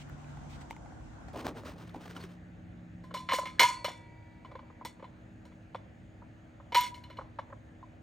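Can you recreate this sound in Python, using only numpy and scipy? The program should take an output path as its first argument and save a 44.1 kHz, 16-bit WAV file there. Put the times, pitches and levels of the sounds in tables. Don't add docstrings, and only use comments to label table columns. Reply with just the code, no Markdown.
import sys
import numpy as np
from scipy import signal
from scipy.fft import rfft, irfft, next_fast_len
from scipy.io import wavfile
from scipy.ndimage import uniform_filter1d, map_coordinates

SR = 44100
rng = np.random.default_rng(int(sys.argv[2]) if len(sys.argv) > 2 else 0)


def waveform_to_disk(signal):
    frames = np.transpose(np.atleast_2d(signal))
    scaled = np.clip(frames, -1, 1) * 32767
    samples = np.round(scaled).astype(np.int16)
    wavfile.write(sys.argv[1], SR, samples)


def voltage_ratio(level):
    return 10 ** (np.asarray(level, float) / 20)


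N = 353682

# (time [s], peak [dB])
CHIMES = [(3.144, -45), (3.1747, -43), (3.3213, -33), (3.47, -46), (3.8449, -36), (6.9445, -45.5),
          (7.0404, -47.5), (7.1075, -52), (7.1726, -52)]


def unit(x):
    return x / np.sqrt(np.mean(x ** 2) + 1e-20)


def along(points, hz):
    f, v = np.transpose(points)
    return np.interp(np.log(hz + 1), np.log(f + 1), v)


def curves(rows):
    s, *cols = np.transpose(rows)
    return [np.interp(np.arange(N) / SR, s, c) for c in cols]


def wobble(rate):
    knots = rng.standard_normal(int(N * rate / SR) + 4)
    return map_coordinates(knots, [np.arange(N) * rate / SR])


def filtered(x, response):
    m = next_fast_len(x.shape[-1] + 8192)
    return irfft(rfft(x, m) * response(np.fft.rfftfreq(m, 1 / SR)), m)[..., :x.shape[-1]]


def resonances(modes):
    def response(f):
        return sum((-1) ** k * voltage_ratio(db) * 1j * f * w / (c * c - f * f + 1j * f * w)
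                   for k, (c, w, db) in enumerate(modes))
    return response


def stereo(pair, spectrum, alike):
    def colour(hz):
        turn = np.arccos(np.clip(along(alike, hz), -1, 1)) / 2
        return voltage_ratio(along(spectrum, hz)) * [np.cos(turn), np.sin(turn)]
    mid, side = filtered(pair, colour)
    return unit(np.array([mid + side, mid - side]))


def rush(spectrum, alike, patchy_db, size=N):
    z = signal.stft(rng.standard_normal((2, size)), nperseg=512)[2]
    field = uniform_filter1d(rng.standard_normal(z.shape[1:]), 6, 0)
    field = uniform_filter1d(field, 14, 1)
    patches = voltage_ratio(patchy_db * np.clip(unit(field), -2, 2))
    noise = signal.istft(z * patches, nperseg=512)[1][:, :size]
    return np.pad(stereo(noise, spectrum, alike), ((0, 0), (0, N - size)))


def dying(t60s, size, speed):
    hz, t, z = signal.stft(rng.standard_normal(size), SR, nperseg=128)
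    decay = voltage_ratio(-60 * speed * t / along(t60s, hz)[:, None])
    return signal.istft(z * decay, SR, nperseg=128)[1][:size]


def ring(modes, t, damping, scatter_db, split):
    hz, db, t60 = np.repeat(np.transpose(modes), 2, axis=1)[:, :, None]
    luck = rng.standard_normal((3, len(hz), 1))
    level = voltage_ratio(db - 8 + scatter_db * luck[0] - 60 * t * damping / t60)
    return np.sum(level * np.sin(2 * np.pi * hz * (1 + split * luck[2]) * t + luck[1]), 0)


def tone(hz, waver):
    phase = 2 * np.pi * np.cumsum(hz * np.ones(N)) / SR
    return np.sqrt(2) * np.sin(phase + waver * wobble(6))


def knocks(rows, crack):
    out, t = np.zeros(N + 2000), np.arange(2000) / SR
    for s, db, hz, life in rows:
        burst = crack * uniform_filter1d(rng.standard_normal(len(t)), size=4) * np.exp(-t / 0.0013)
        sine = np.sin(2 * np.pi * hz * t) * np.exp(-t * hz / life)
        out[round(s * SR):][:len(t)] += voltage_ratio(db) * (sine + burst)
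    return out[:N]


def strokes(rows, rise, fall):
    t = np.arange(N) / SR
    return sum(voltage_ratio(db - rise * np.maximum(s - t, 0) - fall * np.maximum(t - s - hold, 0))
               for s, hold, db in rows)


def bowl():
    # (time [s], clatter peak [dB], floor drum [dB], thud [dB], brightness [dB per octave])
    drops = [(3.3844, -33.5, -31.5, -36.5, -5), (3.1774, -46, -57, -55, 2), (3.1944, -56, -46, -73, 0),
             (3.3194, -24.5, -25.5, -36.5, -0.5), (3.455, -29.5, -38.5, -44.5, -2.5),
             (3.5947, -4, -22.5, -26.5, 0.5), (3.6054, -17.5, -25, -26, 1), (3.6159, -22.5, -31, -30.5, 1),
             (3.8442, -22.5, -34, -34, 0.5), (6.9424, -41, -51.5, -55, 1),
             (3.698, -35.5, -32.5, -55.5, -4.5), (6.7698, -25, -35.5, -51, 6.5),
             (6.8067, -27.5, -52, -52, 1), (6.834, -29, -49, -57, 3)]
    clangs = [(3.1404, -27.5, -34.5, -36.5, 3), (3.1624, -48, -51, -45, -2),
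              (3.3334, -20.5, -34, -27.5, 6.5), (3.6264, -24.5, -17, -29.5, -1.5),
              (6.7456, -11.5, -24, -29, -2), (6.7544, -16, -16.5, -39, 0.5)]
    rolls = [(3.2884, -20, -33, -41, -4), (3.2977, -32, -35, -51, -3.5), (3.3119, -20, -33, -43, -3.5),
             (3.038, -51, -55, -47.5, 7), (3.8796, -37.5, -49, -36.5, -1.5), (3.8994, -56, -46, -39, 5),
             (7.0369, -43.5, -56, -70.5, 1), (7.0998, -43, -52.5, -47.5, 0), (7.1696, -42, -52, -59, 0)]
    # (time [s], clatter peak [dB], floor drum [dB], thud [dB])
    nudges = [(3.1078, -47, -56, -44.5), (3.4294, -47.5, -40.5, -45.5), (4.4478, -43.5, -44.5, -45.5),
              (4.5144, -46.5, -52, -48), (4.5526, -43.5, -42, -42.5), (4.5914, -48, -49, -49),
              (4.6294, -68.5, -59, -56), (4.6994, -71, -53, -48.5), (4.812, -59, -42, -46.5),
              (4.9955, -52.5, -58, -47.5), (5.025, -47, -48.5, -46), (5.0424, -41.5, -43, -66),
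              (5.5159, -54.5, -60, -58), (5.7464, -35.5, -44, -33), (6.2194, -68.5, -52.5, -52.5),
              (6.5994, -65, -59, -55), (6.7214, -26.5, -35, -36), (7.1864, -54.5, -44, -40),
              (7.21, -52, -46.5, -42), (7.2494, -58, -54, -65), (7.3871, -36.5, -42.5, -35),
              (7.4991, -66.5, -57.5, -51.5), (7.5244, -72, -50, -45), (7.8284, -58.5, -43.5, -58)]
    # (time [s], clatter peak [dB], floor drum [dB], thud [dB])
    slips = [
        (4.8494, -29, -38.5, -36.5),
        (5.453, -50, -60, -55),
    ]
    # (contacts, damping of the wall, treble [dB], hiss [dB])
    touches = [(drops, 1, 3.6, -3.5), (clangs, 1, 2.2, -5), (rolls, 1, -2.5, -6),
               (nudges, 2.2, -7, -6), (slips, 1.86, 11, -6)]
    # (damping of the floor, strong wall modes [dB])
    grips = [(1.1, 0), (0.67, -1.5), (1.1, -2.5), (5.3, -5.5), (3.7, 0)]
    grabs = [2.8, 5.8, 2.4, 4.7, 6.885, 7.26, 9]
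    size = SR // 3
    out, t = np.zeros(N + size), np.arange(size) / SR
    waves, loss_db = mesh(t, count=110)
    for (rows, damping, treble_db, hiss_db), (muffle, wall_db) in zip(touches, grips):
        fine = (waves * voltage_ratio(damping * loss_db)).reshape(-1, size)
        for s, db, drum_db, thud_db, *tilt_db in rows:
            clatter = rattle(t, fine, damping, hiss_db, wall_db, treble_db, sum(tilt_db))
            clatter *= voltage_ratio(db - 12.5) * (1 - np.exp(-t / 0.00028))
            hit = clatter + drum(t, s, drum_db, damping, muffle) + thud(t, thud_db)
            grabbed = np.maximum(s + t - min(g for g in grabs if g > s), 0)
            fade = voltage_ratio(-230 * grabbed) * np.clip((size / SR - t) / 0.11, 0, 1)
            out[round(s * SR):][:size] += fade * hit
    return out[:N] + pings()


def steel_colour(hz):
    # (frequency [Hz], level [dB per Hz])
    clatter = [(740, -46), (1250, -3.5), (2130, -4.5), (2750, -9.5), (3500, -11.5), (5620, -22),
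               (7420, -25), (8350, -24), (10100, -31), (11200, -26), (13000, -24), (16000, -35)]
    # (frequency [Hz], width [Hz], level [dB])
    crowds = [(2120, 90, 12), (2330, 110, 6), (3000, 90, 13), (3480, 150, 8), (4110, 150, 10),
              (4500, 200, 6), (5550, 250, 8), (6900, 300, 5)]
    peaks = sum(voltage_ratio(db) / (1 + ((hz - c) / w * 2) ** 2) for c, w, db in crowds)
    return voltage_ratio(along(clatter, hz)) * (1 + peaks)


def mesh(t, count):
    hz = 1200 + 9000 * rng.random(count)[:, None] ** 1.5
    spread = np.clip(rng.standard_normal(count), -1.5, 1.5)[:, None]
    t60 = 0.27 * np.exp(0.25 * spread)
    gain = steel_colour(hz) * np.sqrt(hz)
    waves = np.array([np.sin(2 * np.pi * hz * t), np.cos(2 * np.pi * hz * t)])
    return gain / np.linalg.norm(gain) * waves, -60 * t / t60


def rattle(t, fine, damping, hiss_db, wall_db, treble_db, tilt_db):
    # (frequency [Hz], t60 [s])
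    clatter_t60 = [(1000, 0.031), (2000, 0.2), (4500, 0.19), (8000, 0.39), (13000, .2)]
    # (frequency [Hz], level [dB], t60 [s])
    wall = [(1870, -14, .1), (2118, -5, .22), (2310, -16, .3), (2417, -24, .5), (2686, -24, .4),
            (2995, -7, .2), (3130, -18, .25), (3348, -14, .22), (3505, -14, .14), (3980, -14, .12),
            (4050, -11, .22), (4107, -4, .1), (4210, -17, .45), (4445, -18, .5), (4640, -26, .5),
            (4786, -19, .12), (5195, -23, .2), (5389, -24, .27), (5560, -18, .18), (5835, -23, .22),
            (6390, -26, .22), (6874, -27, .25), (8096, -20, .1), (8274, -25, .22), (8651, -26, .2),
            (13200, -24, .16)]
    grains = voltage_ratio(3.5 * map_coordinates(rng.standard_normal(len(t)), [t * 300]))
    hiss = filtered(grains * dying(clatter_t60, len(t), damping), steel_colour)
    out = voltage_ratio(hiss_db) * hiss / np.std(hiss[:500])
    out += voltage_ratio(-6) * rng.standard_normal(len(fine)) @ fine
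    out += voltage_ratio(wall_db) * ring(wall, t, 0.9 * damping, scatter_db=1, split=.002)

    def brightness(hz):
        treble = treble_db * np.clip(np.log2((hz + 1) / 3500), 0, 1)
        return voltage_ratio(treble + tilt_db * np.clip(np.log2((hz + 1) / 3000), -1, 1.5))
    return filtered(out, brightness)


def drum(t, s, peak_db, damping, muffle):
    # (frequency [Hz], level [dB], t60 [s])
    floor = [(964.6, -0.5, 0.12), (985.6, -4.5, 0.24), (1023, -3, 0.28), (1075, -5, 0.06)]
    # (time [s], modes above 1 kHz [dB])
    load = [(3, 12), (3.3, 5), (3.55, 8), (3.6, -6.5), (3.8, -1.5), (4.5, -1), (6.7, -30), (7.1, -3)]
    load_db = np.interp(s, *np.transpose(load))
    out = sum((-1) ** k * voltage_ratio(db + (hz > 1000) * load_db - 60 * t * muffle / t60) * np.sin(2 * np.pi * hz * t)
              for k, (hz, db, t60) in enumerate(floor))
    out *= 1 - np.exp(-t * damping / 0.001)
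    return out * voltage_ratio(peak_db + 2.5) / np.max(np.abs(out))


def thud(t, db):
    # (frequency [Hz], width [Hz], level [dB])
    coal = [(537, 63, -2.5), (621, 130, -6), (895, 850, -7), (1100, 610, -3.5), (1800, 590, -15),
            (2590, 160, -24)]
    body = [(hz * (1 + 0.039 * rng.standard_normal()), w, level + 3 * rng.standard_normal())
            for hz, w, level in coal]
    grit = rng.standard_normal(len(t)) * t / 0.0036 * np.exp(-t / 0.0029)
    push = uniform_filter1d(uniform_filter1d(grit, size=10), size=14)
    return voltage_ratio(db + 34) * filtered(push, resonances(body))


def pings():
    # (time [s], peak [dB])
    rivet = [(3.3154, -52.5), (3.3323, -50.5), (3.3842, -48), (3.5957, -33.5), (3.6162, -30.5),
             (3.8442, -44), (4.8539, -45), (6.7246, -66.5), (6.7456, -36.5), (6.77, -35), (6.8069, -31),
             (6.9411, -67), (7.0354, -68), (7.0993, -74), (7.1676, -80)]
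    rows = [(s, db - 0.5, 13100, 90) for s, db in rivet]
    rows += [(s, db - 2, 4110, 40) for s, db in CHIMES]
    rows += [(3.586, -41, 1690, 8)]
    return knocks(rows, crack=0)


def grate():
    # (frequency [Hz], level [dB rms])
    wires = [(947.5, -59.5), (1437, -74), (1960, -63), (2256, -69.5), (2304, -64.5), (2326, -71),
             (2686, -76.5), (4215, -85), (4646, -79)]
    # (struck [s], damped [s], level [dB])
    rings = [
        (3.591, 4.458, 5.5),
        (4.456, 4.853, -8),
        (6.744, 7.195, -28),
    ]
    t = np.arange(N) / SR
    song = sum(voltage_ratio(db) * tone(hz, waver=.2) for hz, db in wires)
    gain = sum(voltage_ratio(db - 20 * (t - on)) * (t > on) * np.clip((off - t) / 0.017, 0, 1)
               for on, off, db in rings)
    return song * gain


def hollow():
    # (time [s], peak [dB])
    answers = [(3.139, -38.5), (3.334, -31), (3.597, -25), (3.621, -26), (4.554, -42), (4.851, -35.5),
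               (4.999, -51), (5.748, -39.5), (7.188, -39), (7.21, -44)]
    return knocks([(s, db - 2.5, 530, 4) for s, db in answers], crack=0)


def second_wire():
    return knocks([(s, db, 2960, 30) for s, db in CHIMES], crack=0)


def sack():
    # (time [s], hold [s], crackle [dB], boom of the paper [dB])
    digs = [(1.337, 0.038, -62.5, -35.5), (1.386, 0.019, -54.5, -36.5), (1.454, 0.03, -52, -31),
            (1.569, 0.023, -57.5, -39.5), (1.657, 0.049, -55, -39.5), (1.788, 0.041, -60.5, -47),
            (1.878, 0.021, -68.5, -64), (1.949, 0.016, -65.5, -41), (2.011, 0.112, -62, -51),
            (2.166, 0.0043, -56, -38.5), (2.214, 0.026, -57, -59), (2.295, 0.042, -69, -67)]
    # (frequency [Hz], level [dB per Hz])
    paper = [(590, -38), (1000, -0.5), (1480, -1.5), (2100, -7.5), (2940, -8.5), (6040, -16.5), (7530, -19),
             (8550, -20), (11200, -27.5), (13100, -24.5), (16000, -28)]
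    # (time [s], snap [dB], knock of coals [dB], knock frequency [Hz])
    snap_events = [(1.337, -48, -42, 294), (1.375, -44, -50, 310), (1.4066, -53, -47, 453),
                   (1.441, -53.5, -47, 493), (1.4676, -24, -34, 390), (1.4899, -51, -53, 410),
                   (1.511, -47, -37, 306), (1.5719, -41, -46.5, 297), (1.6356, -51.5, -42, 570),
                   (1.6706, -50, -47, 604), (1.8126, -47, -66, 310), (1.895, -51, -61, 307),
                   (1.9463, -56, -34.5, 790), (1.9641, -55, -35.5, 314), (2.01, -50, -49, 313),
                   (2.08, -39.5, -50, 328), (2.1107, -40, -46, 460), (2.1649, -34.5, -39, 303),
                   (2.2395, -36, -38, 374)]
    rise, crease_fall, boom_fall = 830, 421, 236
    crease = strokes([row[:3] for row in digs], rise, crease_fall)
    swing = strokes([(s, hold, db) for s, hold, _, db in digs], rise, boom_fall)
    size = 3 * SR
    clumps = voltage_ratio(2.5 * wobble(130))

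    strength = voltage_ratio(2.9 * np.minimum(rng.exponential(size=size), 3))
    grains = (rng.random(size) < 2500 / SR) * strength * rng.standard_normal((2, size))
    crackle = clumps[:size] * (unit(grains) + 1.1 * rng.standard_normal((2, size)))
    crackle = stereo(crackle, paper, [(600, 1.0), (1300, 0.68), (3000, 1.0), (12000, 0.75)])
    crackle = np.pad(crackle, ((0, 0), (0, N - size)))

    boom_spectrum = [(60, -70), (150, -20), (250, 2.5), (500, -2), (1000, -7.5), (1800, -43.0), (5000, -79.5)]
    boom = rush(boom_spectrum, [(300, 0.98)], patchy_db=1.5, size=size)
    boom = clumps * voltage_ratio(1.1 * wobble(90) - 4) * boom

    snaps = knocks([(s, db - 0.5, 1460, 1.6) for s, db, _, _ in snap_events], crack=0.58)
    snaps += knocks([(s, db + 1.5, hz, 3) for s, _, db, hz in snap_events], crack=0)
    snaps += knocks([(1.4672, -19.5, 810, 1.1), (2.1648, -42, 2980, 12), (2.214, -48, 4400, 20)], crack=0.08)
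    snaps = filtered(snaps, lambda hz: 1j * hz / (220 + 1j * hz))
    return voltage_ratio(5) * crease * crackle + voltage_ratio(-5) * swing * boom + snaps


def creases():
    # (time [s], peak [dB], frequency [Hz])
    crackles = [(1.3214, -54, 1670), (1.3398, -51, 1330), (1.3603, -43, 1350), (1.3762, -42, 1300),
                (1.4466, -34, 1420), (1.467, -29, 1240), (1.5119, -41, 1380), (1.5503, -44, 1240),
                (1.5628, -45, 1500), (1.6351, -40, 1260), (1.6706, -34, 1300), (1.7868, -56, 1420),
                (1.8107, -44, 1230), (1.894, -42, 3540), (1.9484, -43, 1490), (2.0093, -42, 1260),
                (2.0781, -48, 1430), (2.1106, -45, 1310), (2.1684, -37, 1360), (2.2093, -46, 1570)]
    return knocks([(s, db - 3.5, hz, 2.5) for s, db, hz in crackles], crack=0.27)


def walk():
    # (time [s], level [dB])
    pace = [
        (0, 1),
        (.55, 2),
        (.8, -0.5),
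        (1.33, 0),
    ]
    # (time [s], hold [s], level [dB])
    steps = [
        (0, 0.024, -58),
        (.5, 0.061, -63.5),
        (.614, .004, -61.5),
        (.704, 0.012, -59.5),
        (1.284, 0.004, -67),
    ]
    # (frequency [Hz], likeness)
    walk_alike = [(60, 0.91), (200, 0.38), (400, 0), (1000, 0), (15000, 0)]
    # (frequency [Hz], level [dB per Hz])
    leaf_spectrum = [(150, -24), (250, 0.5), (319, -6), (347, -9.5), (458, -9.5), (615, -6.5), (745, -3),
                     (1300, -13.5), (1440, -10), (2380, -24), (4360, -34), (6840, -27.5), (10300, -47),
                     (11300, -60), (12300, -54), (15700, -67)]
    # (frequency [Hz], level [dB per Hz])
    grass_spectrum = [(1180, -32), (2000, 8.5), (2220, 7.5), (3060, 4.5), (4630, -0.5), (8260, -3),
                      (11300, -23), (13500, -17), (15800, -14.5)]
    # (time [s], peak [dB], frequency [Hz], share of the overtone [dB])
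    gear = [(0.098, -60, 600, 15), (0.372, -46, 820, -5), (0.619, -52, 740, -5.5), (0.709, -32.5, 903, 0),
            (0.729, -43, 970, -10.5), (0.765, -44, 880, -0.5), (0.86, -46, 870, -9), (0.922, -44, 757, -27),
            (1.009, -61, 460, 9), (1.213, -60, 832, -23), (1.284, -41.5, 760, -7)]
    size = 2 * SR
    pace_db, = curves(pace)
    rumble_spectrum = [(25, -28), (40, -8), (58, 0), (100, -6), (150, -7), (300, -14), (450, -40), (900, -120)]
    rumble = voltage_ratio(.8 * wobble(9)) * rush(rumble_spectrum, walk_alike, patchy_db=.6, size=size)
    rumble *= voltage_ratio(-50.5 + pace_db)
    leaves = voltage_ratio(-54.5 + 0.82 * pace_db) * rush(leaf_spectrum, walk_alike, patchy_db=2.0, size=size)
    grass = voltage_ratio(1.2 * wobble(30)) * rush(grass_spectrum, walk_alike, patchy_db=1.2, size=size)
    grass *= voltage_ratio(-72.5 + 2.8 * pace_db) + strokes(steps, rise=2400, fall=1100)
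    ticks = knocks([(s, db + high, 2.38 * low, 4) for s, db, low, high in gear], crack=0.5)
    ticks += knocks([(s, db, low, 4) for s, db, low, _ in gear], crack=0)
    buckles_and_zips = [(.183, -58, 6800, 1.5), (.245, -48, 2410, 2.7), (.307, -58, 4000, 1.5),
                        (.548, -56, 2300, 2.5), (.721, -57, 13500, 1.5), (.094, -56, 14900, 13),
                        (1.286, -49, 4500, 1.2)]
    ticks += knocks(buckles_and_zips, crack=0)
    return rumble + leaves + grass + ticks


def trees(x):
    # (frequency [Hz], t60 [s])
    tail_t60 = [(300, 0.74), (2000, 0.15), (10000, 0.16)]
    tails = np.array([dying(tail_t60, SR // 3, speed=0.66) for _ in "LR"])
    late = np.pad(x, (300, 0))[None]
    return signal.fftconvolve(late, tails / np.linalg.norm(tails[0]), axes=1)[:, :N]


def engines():
    # (frequency [Hz], level [dB rms])
    generator = [(108, -61.5), (242, -63.5), (318, -64.5), (560, -81)]
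    # (time [s], hold [s], level [dB rms], frequency [Hz])
    drones = [
        (0, 0.16, -54, 143.8),
        (0.505, 0.082, -54, 144.7),
        (1.951, 1.2, -53.5, 175),
        (5.201, 0.57, -62, 187),
    ]
    hum = sum(voltage_ratio(db + 1.2 * wobble(3.5)) * tone(hz, waver=.45) for hz, db in generator)
    for *row, hz in drones:
        gain = strokes([row], rise=19, fall=16) * voltage_ratio(.8 * wobble(9.7))
        hum = hum + gain * tone(hz + 1.4 * wobble(1.8), waver=0.25)
    return hum


def camp():
    # (time [s], level [dB])
    distance = [
        (1.3, -50),
        (2.4, -52.5),
        (4.5, -55),
        (8, -53.5),
    ]
    # (frequency [Hz], level [dB per Hz])
    traffic_spectrum = [(15, -56), (25, -52), (46, -1), (103, 2.5), (145, -1), (247, -7.5), (284, -6.5),
                        (320, -12), (420, -19.5), (550, -57), (920, -120)]
    # (frequency [Hz], level [dB per Hz])
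    air_spectrum = [(210, -41.5), (350, -11), (584, -1.5), (685, -4), (804, -6.5), (1010, -15.5),
                    (1730, -10), (3280, -23.5), (4520, -30.5), (5660, -37.5), (6750, -27.5), (7430, -31),
                    (8040, -36.5), (11100, -50.5), (16000, -40.5)]
    # (frequency [Hz], likeness)
    camp_alike = [(60, 1), (150, 0.87), (380, 0.56), (950, 0.044), (2380, 0.27), (5980, 1), (7700, 0.95),
                  (15000, 0.0036)]
    traffic_db, = curves(distance)
    traffic = voltage_ratio(traffic_db + .7 * wobble(5)) * rush(traffic_spectrum, camp_alike, patchy_db=.6)
    air = voltage_ratio(-62 + 0.34 * wobble(3.7)) * rush(air_spectrum, camp_alike, patchy_db=1.5)
    return traffic + air


def scene():
    # (frequency [Hz], left leads [radians])
    lead = [(300, .1), (1150, .3), (1600, 1.1), (1900, .2), (3000, .65), (6800, .3), (7450, np.pi),
            (8000, 5.8), (9400, 5.8), (10400, 3.3), (11800, 2.9), (13900, .2)]
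    steel = bowl() + grate()
    grill = steel + voltage_ratio(-18.5) * trees(steel) + sack() + camp()
    grill = grill + hollow() + second_wire() + creases()
    grill = filtered(grill, lambda hz: np.exp(.5j * along(lead, hz) * np.array([[1], [-1]])))
    walking = np.arange(N) < 1.333 * SR
    return np.where(walking, walk(), grill) + engines()


def top_cut(x):
    return signal.sosfilt(signal.butter(12, 16720, fs=SR, output="sos"), x)


def record(dry):
    mix = filtered(dry, lambda hz: np.where(hz < 15900, 1, voltage_ratio(-45.5)))
    return top_cut(mix)


dry = scene()
out = record(dry)
waveform_to_disk(out)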